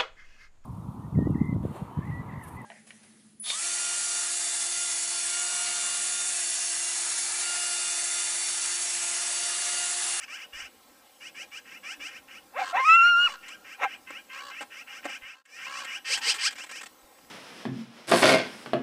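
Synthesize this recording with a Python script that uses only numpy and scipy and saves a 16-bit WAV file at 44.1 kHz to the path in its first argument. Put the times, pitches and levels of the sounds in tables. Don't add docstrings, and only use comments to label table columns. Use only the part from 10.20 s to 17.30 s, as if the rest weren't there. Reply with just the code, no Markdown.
import sys
import numpy as np
from scipy import signal
from scipy.fft import rfft, irfft, next_fast_len
from scipy.io import wavfile
from scipy.ndimage import uniform_filter1d

SR = 44100
rng = np.random.default_rng(int(sys.argv[2]) if len(sys.argv) > 2 else 0)


def volts(x):
    e = np.asarray(x, float) / 20
    return 10 ** e


def transcribe(u):
    v = np.clip(np.atleast_2d(u).T, -1, 1)
    q = np.round(v * 32767).astype(np.int16)
    wavfile.write(sys.argv[1], SR, q)


N = 313110


def evened(x):
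    return x / np.sqrt(np.mean(x ** 2) + 1e-20)


def read(points, hz):
    f, value = np.transpose(points)
    return np.interp(np.log(hz + 1), np.log(f + 1), value)


def add(mix, s, sound):
    part = mix[round(s * SR):][:len(sound)]
    part += sound[:len(part)]


def coloured(x, points):
    size = next_fast_len(len(x) + 1024)
    gain = volts(read(points, np.fft.rfftfreq(size, 1 / SR)))
    return evened(irfft(rfft(x, size) * gain, size)[:len(x)])


def air():
    # hz, level_db (per Hz)
    air_spectrum = [(20, -29), (70, -9), (140, -8), (260, -2), (800, -2.5), (1500, -8.5), (3000, -11.5),
                    (6000, -14.5), (10000, -16), (15000, -14.5)]
    # start_s, level_db, length_s
    wind_puffs = [(.0, -76, .06), (0.319, -57.5, 0.063), (0.383, -64, 0.11), (1.75, -72, 0.13),
                  (5.007, -64, 0.06), (5.898, -73, 0.12), (6.816, -67, 0.067)]
    puff_spectrum = [(15, -13), (55, -12), (110, -10.5), (200, -38.5)]  # hz, level_db
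    wash_db = -58
    cricket_hz, cricket_width_hz, cricket_db = 7980, 71, -79.5

    frames, hz = N // 256 + 5, np.fft.rfftfreq(1024, 1 / SR)
    real, imaginary, patches = rng.standard_normal((frames, 513, 3)).T
    patches = uniform_filter1d(patches, size=10, axis=0)
    patches = evened(uniform_filter1d(patches, size=16, axis=1))
    cells = (real + 1j * imaginary) * volts(read(air_spectrum, hz)[:, None] + 2.0 * patches)
    wash = signal.istft(cells, nperseg=1024, noverlap=768)[1][:N]
    wash = volts(wash_db - 3.0) * evened(wash)
    for s, level_db, length in wind_puffs:
        size = round(length * SR)
        puff = np.hanning(size) * coloured(rng.standard_normal(size), puff_spectrum)
        add(wash, s, volts(level_db) * puff)
    low_hz, high_hz = cricket_hz - cricket_width_hz, cricket_hz + cricket_width_hz
    line = coloured(rng.standard_normal(N), [(low_hz, -40), (cricket_hz, 0), (high_hz, -40)])
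    return wash + volts(cricket_db) * line


def valley(x, t60=1.0, first_s=0.1, slope_s=0.43, slope_db=6, dull_hz=1900):
    t = np.arange(SR) / SR
    taps = rng.standard_normal(SR) * (rng.random(SR) < .05) * (t > first_s)
    answer_db = slope_db * np.exp(-((t - slope_s) / 0.055) ** 2)
    tail = taps * volts(-60 * t / t60 + answer_db)
    dull = signal.lfilter(*signal.butter(2, dull_hz, fs=SR), x)
    return signal.fftconvolve(dull, tail / np.linalg.norm(tail))[:N]


def coo(s, level_db, length, hz):
    size = round(length * SR)
    fuzz = coloured(rng.standard_normal(size), [(0.63 * hz, -30), (hz, 0), (1.7 * hz, -30)])
    return s, volts(level_db) * signal.windows.tukey(size, .6) * fuzz


def far_coos(mix):
    # start_s, level_db, length_s, pitch_hz
    coos = [(1.704, -64.5, 0.19, 292), (2.1, -76, .2, 524), (4.598, -69.5, 0.167, 810),
            (5.886, -50.5, 0.051, 460), (5.85, -51.5, 0.41, 900), (6.049, -50, 0.066, 425),
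            (6.13, -58, .07, 402)]
    for row in coos:
        add(mix, *coo(*row))


def rustle(s, peak_db, length, thump_db):
    # hz, level_db
    feather = [(100, -50), (300, -54), (1000, -3), (1800, 3), (3000, -0.5), (4500, -7.5), (6000, -8.5),
               (8000, -1.5), (9500, -15.5), (11500, -18.5), (15000, -31)]
    # hz, level_db
    thump = [(60, -55), (120, -21), (300, -1), (800, 1), (1300, -5.5), (2200, -3), (4000, -63)]
    snaps_per_s = 1300
    u = np.arange(0, length, 1 / SR) / length
    pick, noise = rng.random(len(u)), rng.standard_normal(len(u))
    grains = noise * (.3 + (pick < snaps_per_s / SR))
    snaps = np.pad(grains * np.minimum(u / 0.043, 1) * (1 - u ** 2), 200)
    sound = coloured(snaps, feather) + volts(thump_db) * coloured(snaps, thump)
    return s - 200 / SR, volts(peak_db) * sound


def knocks(mix):
    # start_s, peak_db, length_s, thump_db
    knock_rows = [(3.281, -51.5, .017, -31), (3.905, -54, 0.0064, 6.5), (4.407, -49.5, 0.037, 1),
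                  (4.845, -55, 0.007, 2), (4.853, -50.5, 0.0164, 11.5), (4.892, -55, 0.019, 1.5),
                  (5.253, -46.5, 0.014, -22), (5.646, -47.5, 0.015, -11), (5.972, -41.5, 0.027, -16),
                  (6.138, -42.5, 0.043, -23), (6.983, -68.5, .013, 2), (7.048, -69, 0.0034, -5)]
    for row in knock_rows:
        add(mix, *rustle(*row))


def wings(mix):
    # start_s, peak_db
    wing_beats = [(6.308, -51.5), (6.324, -51.5), (6.355, -55.5), (6.38, -50.5), (6.395, -49.5),
                  (6.436, -50), (6.463, -58), (6.492, -52.5), (6.512, -49.5), (6.556, -51), (6.61, -49),
                  (6.631, -50), (6.659, -51.5)]
    for s, peak_db in wing_beats:
        add(mix, *rustle(s, peak_db, length=0.017, thump_db=-11.5))


def folds(hz, rough, jitter, count, body, favoured_db=0):
    shake, breath = rng.standard_normal((2, len(hz)))
    turns = np.cumsum(hz * (1 + jitter * evened(uniform_filter1d(shake, size=90)))) / SR
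    k = np.arange(1, count + 1)[:, None]
    partials = np.cos(2 * np.pi * k * turns + k ** 2 / 2)
    pulses = (volts(favoured_db) * partials).sum(0)
    puffs = (0.14 + np.exp(-(turns % 1) / 0.43)) * breath
    rough = np.clip(rough, 0, 1)
    return np.sqrt(1 - rough ** 2) * coloured(pulses, body) + rough * coloured(puffs, body)


def croak(s, length, level_db, top_hz, breath, flutter_per_s):
    # hz, level_db
    crop = [(150, -64), (300, -21), (550, -20.5), (850, -12), (1120, -4), (1650, -7), (2250, -23),
            (2800, -11), (3500, -20.5), (4500, -16), (5300, -23), (8000, -24), (11000, -40.5)]
    u = np.arange(0, length, 1 / SR) / length
    hz = top_hz * np.interp(u, [0, .25, .75, .88, 1], [.88, 0.94, 0.98, 0.96, 0.64])
    phase = (flutter_per_s * length * (u - .1 * u ** 2)) % 1
    flap = np.minimum(phase / 0.073, 1) * np.clip(1.7 - 2.16 * phase, 0, 1)
    chop = 0.093 + .5 * u ** 4 + flap
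    swell_db = np.interp(u, [0, .05, .5, .88, 1], [-13, -2.5, 0.5, -0.5, -8])
    voice = folds(hz, breath, jitter=.011, count=16, body=crop)
    return s, volts(level_db + swell_db) * evened(chop) * voice


def raven(mix):
    # start_s, length_s, level_db, top_pitch_hz, breath_share (0-1)
    croaks = [
        (2.954, .205, -45.5, 591.6, 0.24),
        (4.116, .205, -47.5, 581.5, 0.5),
        (5.137, .085, -50, 549, 0.62),
        (5.451, .205, -44.5, 584.6, 0.63),
    ]
    harsh_croaks = [
        (2.378, .145, -42.5, 544.3, 0.8),
    ]
    for rows, flutter_per_s in ((harsh_croaks, 110), (croaks, 72)):
        for row in rows:
            add(mix, *croak(*row, flutter_per_s))


def rasp(s, length, level_db, start_hz, end_hz, treble_db):
    windpipe = [-6.5, -10, -3.5, -0.5, -16.5, -2.5]
    slack_shift = [-1, 3.5, -6.5, -1, 4, -2]
    # hz, level_db
    beak_low = [(200, -65), (500, -29.5), (900, -17), (1500, -4), (1900, -4), (2900, -1), (3250, -14.5),
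                (3700, -25.5), (4500, -55)]
    # hz, level_db
    beak_far = [(2000, -70), (3200, -27), (4500, -13.5), (5050, -3.5), (5850, -4), (6600, -12.5),
                (8000, -11), (9500, -21), (12000, -29.5), (15000, -54)]
    # hz, level_db
    beak_near = [(2000, -70), (3000, -18.5), (3750, -10), (4850, 1), (6000, -6.5), (7200, -13), (7950, -6),
                 (9500, -20), (11500, -26), (15000, -55.5)]

    u = np.arange(0, length, 1 / SR) / length
    near = treble_db > -2
    slack = np.clip((590 - start_hz) / 110, 0, 1)
    rise = np.minimum(u, 1.76 - u) ** (1.9 + .6 * slack + .5 * near)
    hz = start_hz + (end_hz - start_hz) * rise
    rough = np.interp(u, [0, .12, .4, .62, .88, 1],
                      [.85, .4 + .52 * slack, .3 + .58 * slack, .28 + .1 * slack, .35, .75])
    tuning = np.interp(u, [0, .35, .75, 1], [0.11, 0.72, 0.9, 0.11])
    quirk_db = 2.5 * rng.standard_normal((6, 1))
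    favoured_db = np.outer(np.array(windpipe) + slack * np.array(slack_shift), tuning) + quirk_db
    beak = [(f * (1 + 0.083 * near), db) for f, db in beak_low]
    low = folds(hz, rough, jitter=.008, count=6, body=beak, favoured_db=favoured_db)
    treble_body = beak_near if near else beak_far
    high = folds(hz, 0.51 + 0.37 * slack, jitter=.006, count=18, body=treble_body)
    swell_db = np.interp(u, [0, .09, .4, .72, .905, 1],
                         [-22, -3 - 2.0 * slack - 4.9 * near, -2.5 - 3.53 * near,
                          0.88 + 1.4 * near, -3.5, -20])
    late_db = np.interp(u, [0, .3, .7, 1], [-10.5, -2.0, 0.5, -4.5])
    return s, volts(level_db + swell_db) * (low + volts(treble_db + late_db) * high)


def magpies(mix):
    # start_s, length_s, level_db, end_pitch_hz
    bright_bird = [(0.001, 0.053, -44, 995), (0.073, .11, -44, 962), (0.324, .115, -43.5, 887),
                   (1.002, .104, -47, 971), (1.143, 0.11, -45, 927), (1.312, 0.092, -45.5, 934),
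                   (1.627, .13, -42.5, 985), (1.793, .11, -42.5, 913), (2.6, .11, -40.5, 857),
                   (3.022, .11, -47, 863)]
    hoarse_bird = [(0.151, .11, -45.5, 893), (0.386, 0.099, -46.5, 897), (1.445, .147, -50, 825),
                   (1.88, .12, -48.5, 928), (2.073, .13, -50, 870), (3.217, 0.15, -47.5, 960),
                   (3.437, .13, -48.5, 976), (4.498, .14, -46.5, 805), (4.662, .15, -45.5, 904),
                   (4.822, .125, -46, 834), (4.875, .11, -43, 1006), (5.049, 0.11, -45.5, 840),
                   (5.358, .14, -43, 828), (5.648, .15, -39.5, 996)]
    far_bird = [(2.781, 0.13, -42.5, 879), (3.659, .11, -45.5, 963), (3.861, 0.15, -46, 940),
                (4.088, 0.14, -45.5, 885), (4.3, .13, -44.5, 869), (5.011, 0.12, -45, 793)]
    passing_bird = [(5.249, 0.16, -48.5, 726), (5.494, 0.14, -44, 920), (6.35, .11, -47, 990),
                    (6.486, .13, -45.5, 979)]
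    near_bird = [
        (5.845, .13, -32.5, 1038),
        (6.007, .13, -30, 1088),
        (6.177, .12, -31, 1048),
    ]
    # rasps, start_pitch_hz, treble_db (over the low band)
    voices = [(bright_bird, 560, -7.5), (hoarse_bird, 455, -11.5), (far_bird, 515, -16.5),
              (passing_bird, 550, -5), (near_bird, 455, 0.84)]
    for rows, start_hz, treble_db in voices:
        for s, length, level_db, end_hz in rows:
            add(mix, *rasp(s, length, level_db, start_hz, end_hz, treble_db))


def bark(rows):
    # hz, level_db
    throat = [(100, -42), (300, -22.5), (500, -10.5), (800, 1.5), (1300, -4), (1700, -5), (2650, -5),
              (3150, -22.5), (3600, -16), (4500, -41), (5600, -25.5), (10000, -44.5)]
    s, *columns = np.transpose(rows)
    t = np.arange(s[0], s[-1], 1 / SR)
    hz, effort_db, rough = (np.interp(t, s, c) for c in columns)
    tilt_db = -3. * np.arange(10)[:, None]
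    voice = folds(hz, rough, jitter=0.022, count=10, body=throat, favoured_db=tilt_db)
    return s[0], volts(effort_db) * voice


def howl():
    # time_s, pitch_hz, level_db, second_partial_db
    climb = [(2.525, 666, -34.5, 5), (2.55, 736.2, -24.5, -25.5), (2.574, 968, -39.5, 8.5),
             (2.6, 1057, -28, -5.5), (2.637, 1050, -32.5, -10.5)]
    hold = [(2.655, 1237, -26, -3.5), (2.691, 1292, -19.5, -6), (2.768, 1372, -22, 0.5),
            (2.811, 1359, -23, 0.5), (2.86, 1407, -17.5, -9), (2.898, 1416, -20, -5.5),
            (2.95, 1379, -23.5, -3), (3.0, 1418, -20.5, -7.5), (3.055, 1443, -25.5, 0.5)]
    # from_s, to_s, half_line_db
    doubling = [
        (2.535, 2.618, -10.5),
        (2.682, 2.769, -9.5),
    ]
    # multiple, level_db
    upper = [(3, -31), (4, -29.5), (5, -36.5), (6, -47.5), (7, -49.5), (8, -50.5)]
    # multiple, level_db
    halves = [(.5, -25), (1.5, -1), (2.5, -16), (3.5, -37), (4.5, -31), (5.5, -22.5)]
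    drop_s, drop_width_s, drop_share, drop_db, end_s = 3.079, 0.0045, .45, -23, 3.1
    even_db = -49.5

    s, *columns = np.transpose(climb + hold)
    t = np.arange(s[0], end_s, 1 / SR)
    hz, level_db, second_db = (np.interp(t, s, c) for c in columns)
    drop = 1 / (1 + np.exp((drop_s - t) / drop_width_s))
    hz = hz * (1 - drop_share * drop)
    level_db = level_db + drop_db * drop
    second_db = second_db + drop_db * drop ** 2
    half_db = even_db + sum((db - even_db) * ((t >= a) & (t < b)) for a, b, db in doubling)
    half_db = uniform_filter1d(half_db, size=900)
    hz, level_db, second_db, half_db = uniform_filter1d([hz, level_db, second_db, half_db], size=300)
    angle = 2 * np.pi * np.cumsum(hz) / SR
    voice = np.sin(angle) + volts(second_db) * np.cos(2 * angle + np.pi / 4)
    for k, db in upper:
        waver = uniform_filter1d(rng.standard_normal(len(t)), size=1800)
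        waver = evened(uniform_filter1d(waver, size=1800))
        voice += volts(db + 2.2 * waver - 1.5) * np.sin(k * angle)
    voice += volts(half_db) * sum(volts(db) * np.sin(k * angle) for k, db in halves)
    return s[0], np.sqrt(2) * volts(level_db - 0.76) * voice * signal.windows.tukey(len(t), .04)


def coyote(mix):
    # time_s, pitch_hz, effort_db, roughness (0-1)
    barks = [
        [(2.325, 297.4, -65.5, 0.4), (2.36, 504, -39.5, 0.3), (2.372, 588, -32.5, 0.25),
         (2.405, 872, -35, 0.94), (2.428, 752, -32.5, 0.2), (2.45, 694, -45.5, 0.3)],
        [(2.535, 693.6, -38.5, 0.4), (2.555, 782, -34.5, 0.8), (2.58, 958, -24, 0.3), (2.6, 1038, -33.5, 0.7),
         (2.625, 1077, -44, 0.2)],
        [(3.065, 1286, -59, 0), (3.08, 990, -46.5, 0.5), (3.1, 788, -43, 0.7)],
        [(3.575, 336.4, -63, 0.4), (3.6, 426.7, -45, 0.77), (3.625, 623.6, -30, .8), (3.645, 827, -27.5, 1.11),
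         (3.665, 785, -37.5, 0.08), (3.676, 734, -44, 0.1)],
    ]
    add(mix, *howl())
    for rows in barks:
        add(mix, *bark(rows))


def scene():
    coyote_sound, near_life = np.zeros((2, N))
    coyote(coyote_sound)
    for source in (far_coos, knocks, wings, raven, magpies):
        source(near_life)
    brush = valley(near_life, t60=0.17, first_s=.004, slope_db=5, dull_hz=4730)
    echo = volts(-29.5) * valley(coyote_sound)
    return (coyote_sound + echo + near_life + volts(-12.5) * brush + air())[None]


def low_pass(x):
    return signal.sosfilt(signal.butter(12, 16440, fs=SR, output="sos"), x)


def record(dry):
    # hz, gain
    late_share = [(300, 0.5), (5000, 0.62), (9000, 0.55), (14000, 0.24)]
    late_samples, edge_hz = 166.35, 15500
    edit_s, fade_out_s, fade_in_s, fade_bend, full_db = 5.237, .24, 0.18, 1, 3

    push = signal.lfilter(*signal.butter(1, [1.5, 80], "band", fs=SR), dry ** 4)
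    bent = dry + 6.5 * push
    size = next_fast_len(N + 1024)
    hz = np.fft.rfftfreq(size, 1 / SR)
    comb = 1 + read(late_share, hz) * np.exp(-2j * np.pi * hz * late_samples / SR)
    doubled = irfft(rfft(bent, size) * comb * (hz < edge_hz), size)[:, :N]
    t = np.arange(N) / SR - edit_s
    ramps = np.maximum(-t / fade_out_s, t / fade_in_s)
    fade = volts(full_db) * np.minimum(ramps, 1) ** fade_bend
    return low_pass(doubled * fade)


dry = scene()
out = record(dry)
transcribe(out)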